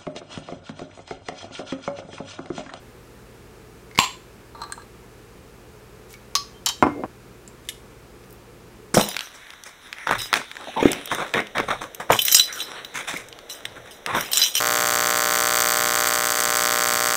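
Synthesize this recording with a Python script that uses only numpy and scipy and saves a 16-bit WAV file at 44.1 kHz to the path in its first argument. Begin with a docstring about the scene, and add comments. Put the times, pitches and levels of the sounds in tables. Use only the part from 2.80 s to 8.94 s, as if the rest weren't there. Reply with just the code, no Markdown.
"""Over fan noise and motor hum in a quiet kitchen, a jam jar's lid creaks by stick-slip, then pops as air rushes in.
The loose lid scrapes and rattles off the thread; after a soft brush and wet smacks it lands on the tiles and slides.
The jar is put down with a knock and slides, and its ringing stops abruptly; a spoon clinks and digs into sticky jam.
Blows are noise bursts plus decaying modes with reverberation; slides are noise in narrow resonances."""
import sys
import numpy as np
from scipy import signal
from scipy.fft import rfft, irfft
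from scipy.io import wavfile
from scipy.ndimage import uniform_filter1d

SR = 44100
rng = np.random.default_rng(int(sys.argv[2]) if len(sys.argv) > 2 else 0)


def wav_record(signal):
    """Record a signal, one row per channel, as 16-bit PCM in the file named by sys.argv[1]."""
    frames = np.transpose(np.atleast_2d(signal))
    bounded = np.clip(frames, -1, 1)
    # unit amplitude maps onto the largest positive 16-bit level
    quanta = np.round(bounded * 32767).astype(np.int16)
    wavfile.write(sys.argv[1], SR, quanta)


N = 270774


def amp(db):
    """Decibel law: 20 dB is a tenfold amplitude."""
    return 10 ** (np.asarray(db) / 20)


def unit(x):
    """Normalisation to an rms amplitude of 1."""
    return x / np.sqrt(np.mean(x ** 2) + 1e-20)


def read(points, hz):
    """Linear interpolation of a table along a logarithmic frequency axis."""
    f, value = np.transpose(points)
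    return np.interp(np.log(hz + 1), np.log(f + 1), value)


def add(mix, s, sound):
    """Superposition: adds a sound to the mix from time s."""
    part = mix[round(s * SR):][:len(sound)]
    part += sound[:len(part)]


def swell(span):
    """Half-sine envelope: one soft arch of level between two times."""
    return np.sin(np.pi * np.interp(np.arange(N) / SR, span, [0, 1]))


def colour(x, db_at, size=4096):
    """Minimum-phase filtering: a causal filter whose gain in dB is db_at(Hz)."""
    frequencies = abs(np.fft.fftfreq(size, 1 / SR))
    log_gain = np.log(amp(db_at(frequencies)))
    # the Hilbert transform of the log gain gives the phase
    response = np.exp(np.conj(signal.hilbert(log_gain)))
    taps = np.fft.ifft(response).real
    return signal.fftconvolve(x, taps[:size // 2])[:len(x)]


def noise(db_at):
    """Random noise: steady, of rms 1, with the spectral shape db_at(Hz)."""
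    spectrum = rfft(rng.standard_normal(N))
    gain = amp(db_at(np.fft.rfftfreq(N, 1 / SR)))
    return unit(irfft(spectrum * gain, N))


def band(centre_hz, width_hz):
    """Resonance: noise of rms 1 in a single peak."""
    return noise(lambda hz: -20 * np.log10(1 + ((hz - centre_hz) / width_hz * 2) ** 2))


def rub(span, modes, width_hz, db):
    """Sliding friction: a light contact keeps the modes of a thing sounding for a moment."""
    ring = sum(amp(mode_db) * band(hz, width_hz) for hz, _, mode_db, _ in modes)
    return amp(db) * swell(span) * unit(ring)


def crack_burst(crack, crack_t60, tick):
    """Impact transient: a tick and a quickly dying clatter, shaped to the spectrum crack."""
    t = np.arange(SR // 2) / SR
    burst = rng.standard_normal(len(t)) * amp(-60 * t / crack_t60)
    burst /= np.linalg.norm(burst)
    burst[0] = tick
    own_power = uniform_filter1d(abs(rfft(burst)) ** 2, size=70)
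    own_db = 10 * np.log10(own_power + 1e-9)
    own_hz = np.fft.rfftfreq(len(t), 1 / SR)
    # the burst's own smoothed spectrum is divided out
    return colour(burst, lambda hz: read(crack, hz) - np.interp(hz, own_hz, own_db))


def rebounds(rows, gap_s, loss_db, dull_db, face_loss_db=0, count=1):
    """Inelastic rebound: count bounces, each weaker and duller; near spot 0 face_loss_db adds to the loss."""
    return [(s + k * gap_s, db - k * (loss_db + face_loss_db * (1 - spot)), tilt_db - k * dull_db, spot)
            for s, db, tilt_db, spot in rows for k in range(count + 1)]


def ticks(span, db, tilt_db, count, spread_db=3):
    """Random excitation: faint blows at random moments and spots, one in each equal part of a span."""
    start, end = span
    blows_in_span = []
    for k, (when, size, spot) in enumerate(rng.random((count, 3))):
        s = start + (k + when) / count * (end - start)
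        blows_in_span.append((s, db + spread_db * (2 * size - 1), tilt_db, spot))
    return blows_in_span


# Reverberation of the kitchen: (frequency [Hz], time to decay by 60 dB [s])
ROOM_T60 = [(100, 0.0021), (400, 0.1335), (1000, 0.31), (3500, 0.3397), (8000, 0.35), (15000, 0.23)]


def room(x, wall):
    """Reverberation: dense reflections decay by band; a far wall returns a scattered cluster of them."""
    taps = rng.choice([-1., 1.], SR // 2) * (rng.random(SR // 2) < .15)
    hz, t, z = signal.stft(taps, SR, nperseg=256)
    decay = amp(-60 * t / read(ROOM_T60, hz)[:, None])
    tail = signal.istft(z * decay, SR, nperseg=256)[1]
    t = np.arange(len(tail)) / SR
    build_up = 1 - np.exp(-t / 0.002)
    wall_cluster = wall * np.exp(-((t - .055) / 0.01) ** 2)  # centred 55 ms after the blow
    tail *= build_up + wall_cluster
    return signal.fftconvolve(x, tail / np.linalg.norm(tail))[:N]


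def blows(rows, modes, crack, crack_t60, tick, room_db, pivot_hz, wall=0):
    """Modal superposition: a crack plus ringing modes; the spot weights the modes, the tilt sets brightness."""
    out, t = np.zeros(N), np.arange(SR // 2) / SR
    mode_hz, t60, first_db, second_db = np.transpose(modes)
    rings = amp(-60 * t / t60[:, None]) * np.sin(2 * np.pi * mode_hz[:, None] * t)
    rings[1::2] *= -1  # every other mode in the table swings in the opposite direction
    for s, db, tilt_db, spot in rows:
        mode_db = first_db + np.clip(spot, 0, 1) * (second_db - first_db)
        sound = crack_burst(crack, crack_t60, tick) + amp(mode_db) @ rings
        # tilt about the pivot, held constant beyond 2 octaves below and 3 above
        add(out, s, colour(sound, lambda hz: db + tilt_db * np.log2(np.clip(hz / pivot_hz, 1 / 4, 8))))
    return out + amp(room_db) * room(out, wall)


# Spectral shape of the fan noise: (frequency [Hz], relative density [dB per Hz])
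AIR = [(20, -18), (35, -12), (75, 1), (110, -5.5), (190, 0), (290, -4.5), (440, 1.5), (600, -10),
       (1300, -12), (1900, -16.5), (2500, -16.5), (3200, -21.5), (7500, -25), (15500, -30.5)]
AIR_DB = -47.5  # rms level [dB]
# Lines of the motor hum: (frequency [Hz], rms level [dB])
HUM = [(46.5, -58.5), (59.6, -59), (119, -55.5), (359, -62), (1225, -72.5), (1715, -71)]


def kitchen():
    """Broadband and tonal noise: a fan's steady noise, and motor hum lines whose phases waver slightly."""
    t = np.arange(N) / SR
    air = amp(AIR_DB) * noise(lambda hz: read(AIR, hz))
    hum = np.zeros(N)
    for hz, db in HUM:
        waver = 0.37 * band(0, 1.368)  # phase [rad]
        hum += amp(db) * np.sqrt(2) * np.sin(2 * np.pi * hz * t + waver)
    return air + hum


BRUSH = (3.28, 3.355)  # start, end [s]


def finger_brush():
    """Friction noise: the lid brushes the fingers, a soft arch of broad noise around 6500 Hz."""
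    return amp(-51.5) * swell(BRUSH) * band(6500, width_hz=8600)


# Sticky jam lets go: (time [s], level [dB], brightness [dB per octave], contact spot [0-1])
SMACKS = [(3.306, -4, 1, 0), (3.329, -0.5, 4, 0.1), (3.3395, 3, -6, 0.32), (5.439, -10, -9, 1),
          (5.507, -7.5, 6.5, 1), (5.527, -14, 16, .91)]
# Modes of the jam: (frequency [Hz], 60 dB decay [s], level at spot 0 [dB], level at spot 1 [dB])
JAM_MODES = [(2240, 0.0573, -45.5, -67), (5700, .015, -42, -66), (8950, 0.0059, -54, -39.5)]
# Heavily damped modes of the jam, as one spectrum: (frequency [Hz], level [dB])
JAM_CRACK = [(300, -45), (1200, -34), (2500, -21), (6000, -20), (10000, -22), (14000, -20), (16000, -26)]
DIGGING = (5.39, 5.56)  # start, end [s]


def sticky_jam():
    """Adhesive release: sticky jam lets go in small wet ticks, with fainter random ones during the digging."""
    wet = SMACKS + ticks(DIGGING, db=-16.5, tilt_db=4, count=5)
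    return blows(wet, JAM_MODES, JAM_CRACK, crack_t60=.022, tick=.2, room_db=-9, pivot_hz=6000)


# The spoon touches the jar: (time [s], level [dB], brightness [dB per octave], contact spot [0-1])
CLINKS = [(4.677, -19.5, 2, 1), (4.8879, 0, 0.51, 0.07)]
# Modes of spoon against jar: (frequency [Hz], 60 dB decay [s], level at spot 0 [dB], level at spot 1 [dB])
SPOON_MODES = [(1740, .06, -32, -55), (2150, .04, -33, -55), (2930, .04, -25, -52), (3300, .025, -21, -50),
               (3640, .05, -23, -50), (3973, .15, -40, -60), (5146, .12, -39, -60), (7300, .008, -32, -11),
               (7950, .008, -38, -16), (9340, .06, -37, -40), (10950, .1, -39, -55), (11370, .08, -35, -55)]
# Heavily damped modes of spoon and jar, as one spectrum: (frequency [Hz], level [dB])
SPOON_CRACK = [(700, -46), (1400, -17.5), (1900, 5), (2500, 0.5), (3500, -9), (4400, -0.5), (5500, 0.5),
               (11000, 0), (12500, -14), (15500, -13)]
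SPOON_ENTRY = (4.84, 4.875)  # start, end [s]


def spoon_on_glass():
    """Impact excitation: the spoon grazes and taps the jar's mouth, each main touch rebounding once."""
    touches = rebounds(CLINKS, gap_s=0.0034, loss_db=17, dull_db=3.0)
    touches += ticks(SPOON_ENTRY, db=-29, tilt_db=0.0, count=2)
    return blows(touches, SPOON_MODES, SPOON_CRACK, crack_t60=0.04257, tick=0.1447, room_db=-12, pivot_hz=5000)


# The jar's base meets the counter: (time [s], level [dB], brightness [dB per octave], contact spot [0-1])
KNOCKS = [(4.0256, 3, 1.5, 0.02), (4.0675, -5.5, -1.5, .32), (4.2368, -11.5, -1, 0.9)]
# Modes of full jar and counter: (frequency [Hz], 60 dB decay [s], level at spot 0 [dB], level at spot 1 [dB])
JAR_MODES = [(98, .14, -19, -45), (262, .1, -15, -23), (287, .42, -22, -32), (314, .25, -22, -27),
             (363, .22, -26, -28), (490, .3, -25, -28), (631, .25, -29, -32), (706, .22, -28, -30),
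             (753, .2, -32, -34), (856, .2, -27, -32), (2116, .49, -30.5, -70), (5297, .2, -55, -75),
             (1021, .12, -23, -24), (1100, .06, -16, -18), (1400, .04, -21, -28), (1530, .1, -35, -37)]
# Heavily damped modes of jar and counter, as one spectrum: (frequency [Hz], level [dB])
JAR_CRACK = [(45, -13), (95, 19), (160, 15.5), (280, 30.5), (430, 26.5), (650, 27), (1100, 27), (1700, 12),
             (2600, 7), (3700, -9), (9000, -15.5), (14000, -37)]
JAR_SLIDE = (4.14, 4.25)  # start, end [s]
CUT_S = 4.262  # the jar's ringing stops abruptly here [s]


def jar_on_counter():
    """Coupled vibration: the full jar thuds on the counter, rocks while the glass rings, and slides."""
    rocking = rebounds(KNOCKS, gap_s=.013, loss_db=9.0, dull_db=3, count=3)
    knock = blows(rocking, JAR_MODES, JAR_CRACK, crack_t60=0.03706, tick=0.78, room_db=-11, pivot_hz=620,
                  wall=0.28)
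    low_modes = JAR_MODES[2:9]
    slide = rub(JAR_SLIDE, low_modes, width_hz=120, db=-32)
    # the counter gives off little deep bass
    high_pass = signal.butter(2, 65, "high", fs=SR, output="sos")
    radiated = signal.sosfilt(high_pass, knock + slide)
    return radiated * np.clip((CUT_S - np.arange(N) / SR) / 0.000664, 0, 1)


# The lid lands on the tiles:
# (time [s], level [dB], brightness [dB per octave], contact spot [0 face - 1 edge])
LID_DROPS = [(3.5531, 1.5, -0.5, 0.037), (3.8611, -4, 2.5, 0.9879), (3.8879, -6.5, 2, 0.88)]
# Modes of the lid on the tiles: (frequency [Hz], 60 dB decay [s], level on face [dB], level on edge [dB])
FREE_LID_MODES = [(1141, .11, -19.5, -33), (3814, .23, -39, -27), (4188, .2, -26, -39),
                  (3138, .21, -39, -22), (5095, .18, -22, -43), (5505, .18, -30, -21),
                  (2970, .09, -31, -19), (4016, .15, -36, -32), (4490, .13, -28, -26),
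                  (4900, .06, -18, -24), (6374, .04, -20, -26), (7120, .09, -42, -19),
                  (7330, .04, -42, -18), (7620, .035, -36, -14.5), (9324, .12, -52, -34),
                  (10960, .08, -36, -45), (11700, .03, -42, -26), (13750, .05, -52, -31),
                  (15100, .02, -26, -35)]
# Heavily damped modes of the free lid, as one spectrum: (frequency [Hz], level [dB])
FREE_LID_CRACK = [(250, -38), (900, 9.5), (2000, 5.5), (3200, 13), (5000, 17.5), (6400, 15.5), (7600, 2),
                  (8800, 3), (12000, 2), (15500, -9)]
LID_SLIDE = (3.725, 3.805)  # start, end [s]


def lid_on_counter():
    """Plate vibration: the lid lands near its face, slides singing in one mode, then clatters on its edge."""
    landings = rebounds(LID_DROPS, gap_s=.0062, loss_db=1.5, dull_db=8.0, face_loss_db=27.5)
    drops = blows(landings, FREE_LID_MODES, FREE_LID_CRACK, crack_t60=0.055, tick=0.65, room_db=-13.0,
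                  pivot_hz=4100)
    singing = FREE_LID_MODES[3:4]
    return drops + rub(LID_SLIDE, singing, width_hz=37, db=-58.0)


# The loose lid catches on the thread:
# (time [s], level [dB], brightness [dB per octave], contact spot [0-1])
RATTLES = [(1.749, -14, -1.5, 0.06), (1.817, -1, 4, 0.01), (1.836, -3.5, 3, 0.24), (1.9223, 1, 3.5, 0.98),
           (2.019, -15, 3.5, 0.4)]
# Modes of the loose lid: (frequency [Hz], 60 dB decay [s], level at spot 0 [dB], level at spot 1 [dB])
LOOSE_LID_MODES = [(930, 0.039, -20, -56.5), (1166, 0.16, -28.5, -44.5), (1285, 0.04067, -26, -32),
                   (1630, 0.094, -35.5, -25.5), (3990, 0.031, -35, -42.5), (4170, 0.049, -32.5, -38),
                   (6360, 0.0256, -57, -42), (7350, 0.024, -70, -33), (7960, 0.016, -44, -32.5),
                   (8540, 0.00879, -64, -25.5)]
# Heavily damped modes of the loose lid, as one spectrum: (frequency [Hz], level [dB])
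LOOSE_LID_CRACK = [(300, -37), (1100, 5.5), (2500, -13.5), (4200, -9), (9000, -29), (15000, -34.5)]
UNSCREW, LID_LIFT = (1.74, 1.92), (1.88, 2.01)  # start, end [s]


def lid_off_thread():
    """Intermittent contact: the loose lid scrapes along the thread and rattles where it catches."""
    catches = rebounds(RATTLES, gap_s=.0033, loss_db=11, dull_db=1.0)
    catches += ticks(LID_LIFT, db=-17.5, tilt_db=-2.5, count=4)
    rattle = blows(catches, LOOSE_LID_MODES, LOOSE_LID_CRACK, crack_t60=0.038, tick=0.22, room_db=-12.5,
                   pivot_hz=2500)
    return rattle + rub(UNSCREW, LOOSE_LID_MODES, width_hz=380, db=-44.0)


# Slips of the lid's seal: (time [s], level [dB], brightness [dB per octave], contact spot [0-1])
CREAKS = [(1.113, -20.5, -2.5, 0.11), (1.1497, -17.5, 2.5, .1), (1.157, -12.5, 1, 0.17),
          (1.1772, -0.5, 3, .05)]
# Modes of the seal: (frequency [Hz], 60 dB decay [s], level at spot 0 [dB], level at spot 1 [dB])
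SEAL_MODES = [(2152, 0.026, -15, -40.5), (2393.7, 0.025, -34, -39), (4570, .012, -32, -36),
              (5430, .012, -31, -35.5)]
# Heavily damped modes of the seal, as one spectrum: (frequency [Hz], level [dB])
SEAL_CRACK = [(300, -11), (2000, 0.5), (3100, -4), (5000, 2), (8000, -13), (15000, -26.5)]


def seal_creak():
    """Stick-slip friction: the seal creaks in a few separate slips."""
    return blows(CREAKS, SEAL_MODES, SEAL_CRACK, crack_t60=.015, tick=.4, room_db=-8, pivot_hz=3000)


# Spectral shape of the air rushing in: (frequency [Hz], relative density [dB per Hz])
INRUSH_AIR = [(25, 12), (300, 4), (700, -34), (1500, -29), (5000, -11), (15000, -21)]
INRUSH = (1.183, 1.195)  # start, end [s]


def air_inrush():
    """Turbulent flow: air rushes in as the vacuum breaks, a brief arch of mostly low noise."""
    return amp(-23.0) * swell(INRUSH) * noise(lambda hz: read(INRUSH_AIR, hz))


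# The lid snaps up and hits the thread:
# (time [s], level [dB], brightness [dB per octave], contact spot [0-1])
POPS = [(1.1887, 0.4, -0.0507, 0.12), (1.2003, -22, 2, 1)]
# Modes of the tight lid: (frequency [Hz], 60 dB decay [s], level at spot 0 [dB], level at spot 1 [dB])
TIGHT_LID_MODES = [(1037, 0.019, 5, -43), (1363.7, 0.01, -8.5, -22), (2490, 0.012, -4, -11),
                   (2750, 0.007892, 4.5, -3.5), (3440, 0.023, -14, 1), (3510, 0.015, -2, -10),
                   (4340.3, 0.0091, -38, -12), (5160, .015, -35, -29), (6900, 0.020092, -16, -28.5),
                   (7190, .15, -41, -18), (7470, .03, -24, 5), (11400, 0.027, -26, -32),
                   (14900, .06, -37, -29)]
# Heavily damped modes of the tight lid, as one spectrum: (frequency [Hz], level [dB])
TIGHT_LID_CRACK = [(40, 21), (200, 27.5), (600, 9.5), (1000, 26.5), (1600, 20), (2600, 26.5), (4000, 21.5),
                   (5200, 15), (6200, 7), (10000, 7), (15000, 0)]


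def lid_pop():
    """Snap-through: the tight lid springs up as the vacuum breaks and rings for a moment."""
    return blows(POPS, TIGHT_LID_MODES, TIGHT_LID_CRACK, crack_t60=0.008734, tick=1.0, room_db=-5.0,
                 pivot_hz=2000, wall=0.59)


def scene():
    """Linear superposition: all sources summed in mono."""
    jam_and_spoon = finger_brush() + sticky_jam() + spoon_on_glass()
    counter = jar_on_counter() + lid_on_counter()
    opening = lid_off_thread() + seal_creak() + air_inrush() + lid_pop()
    return (kitchen() + jam_and_spoon + counter + opening)[None]


EDGE_HZ = 16000  # upper band limit


def record(dry):
    """Overload and band limiting: peaks beyond full scale are clipped, then a low-pass filter follows."""
    low_pass = signal.firwin(255, EDGE_HZ, window=("kaiser", 8), fs=SR)
    return signal.oaconvolve(np.clip(dry, -1, 1), low_pass[None], "same")


dry = scene()
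out = record(dry)
wav_record(out)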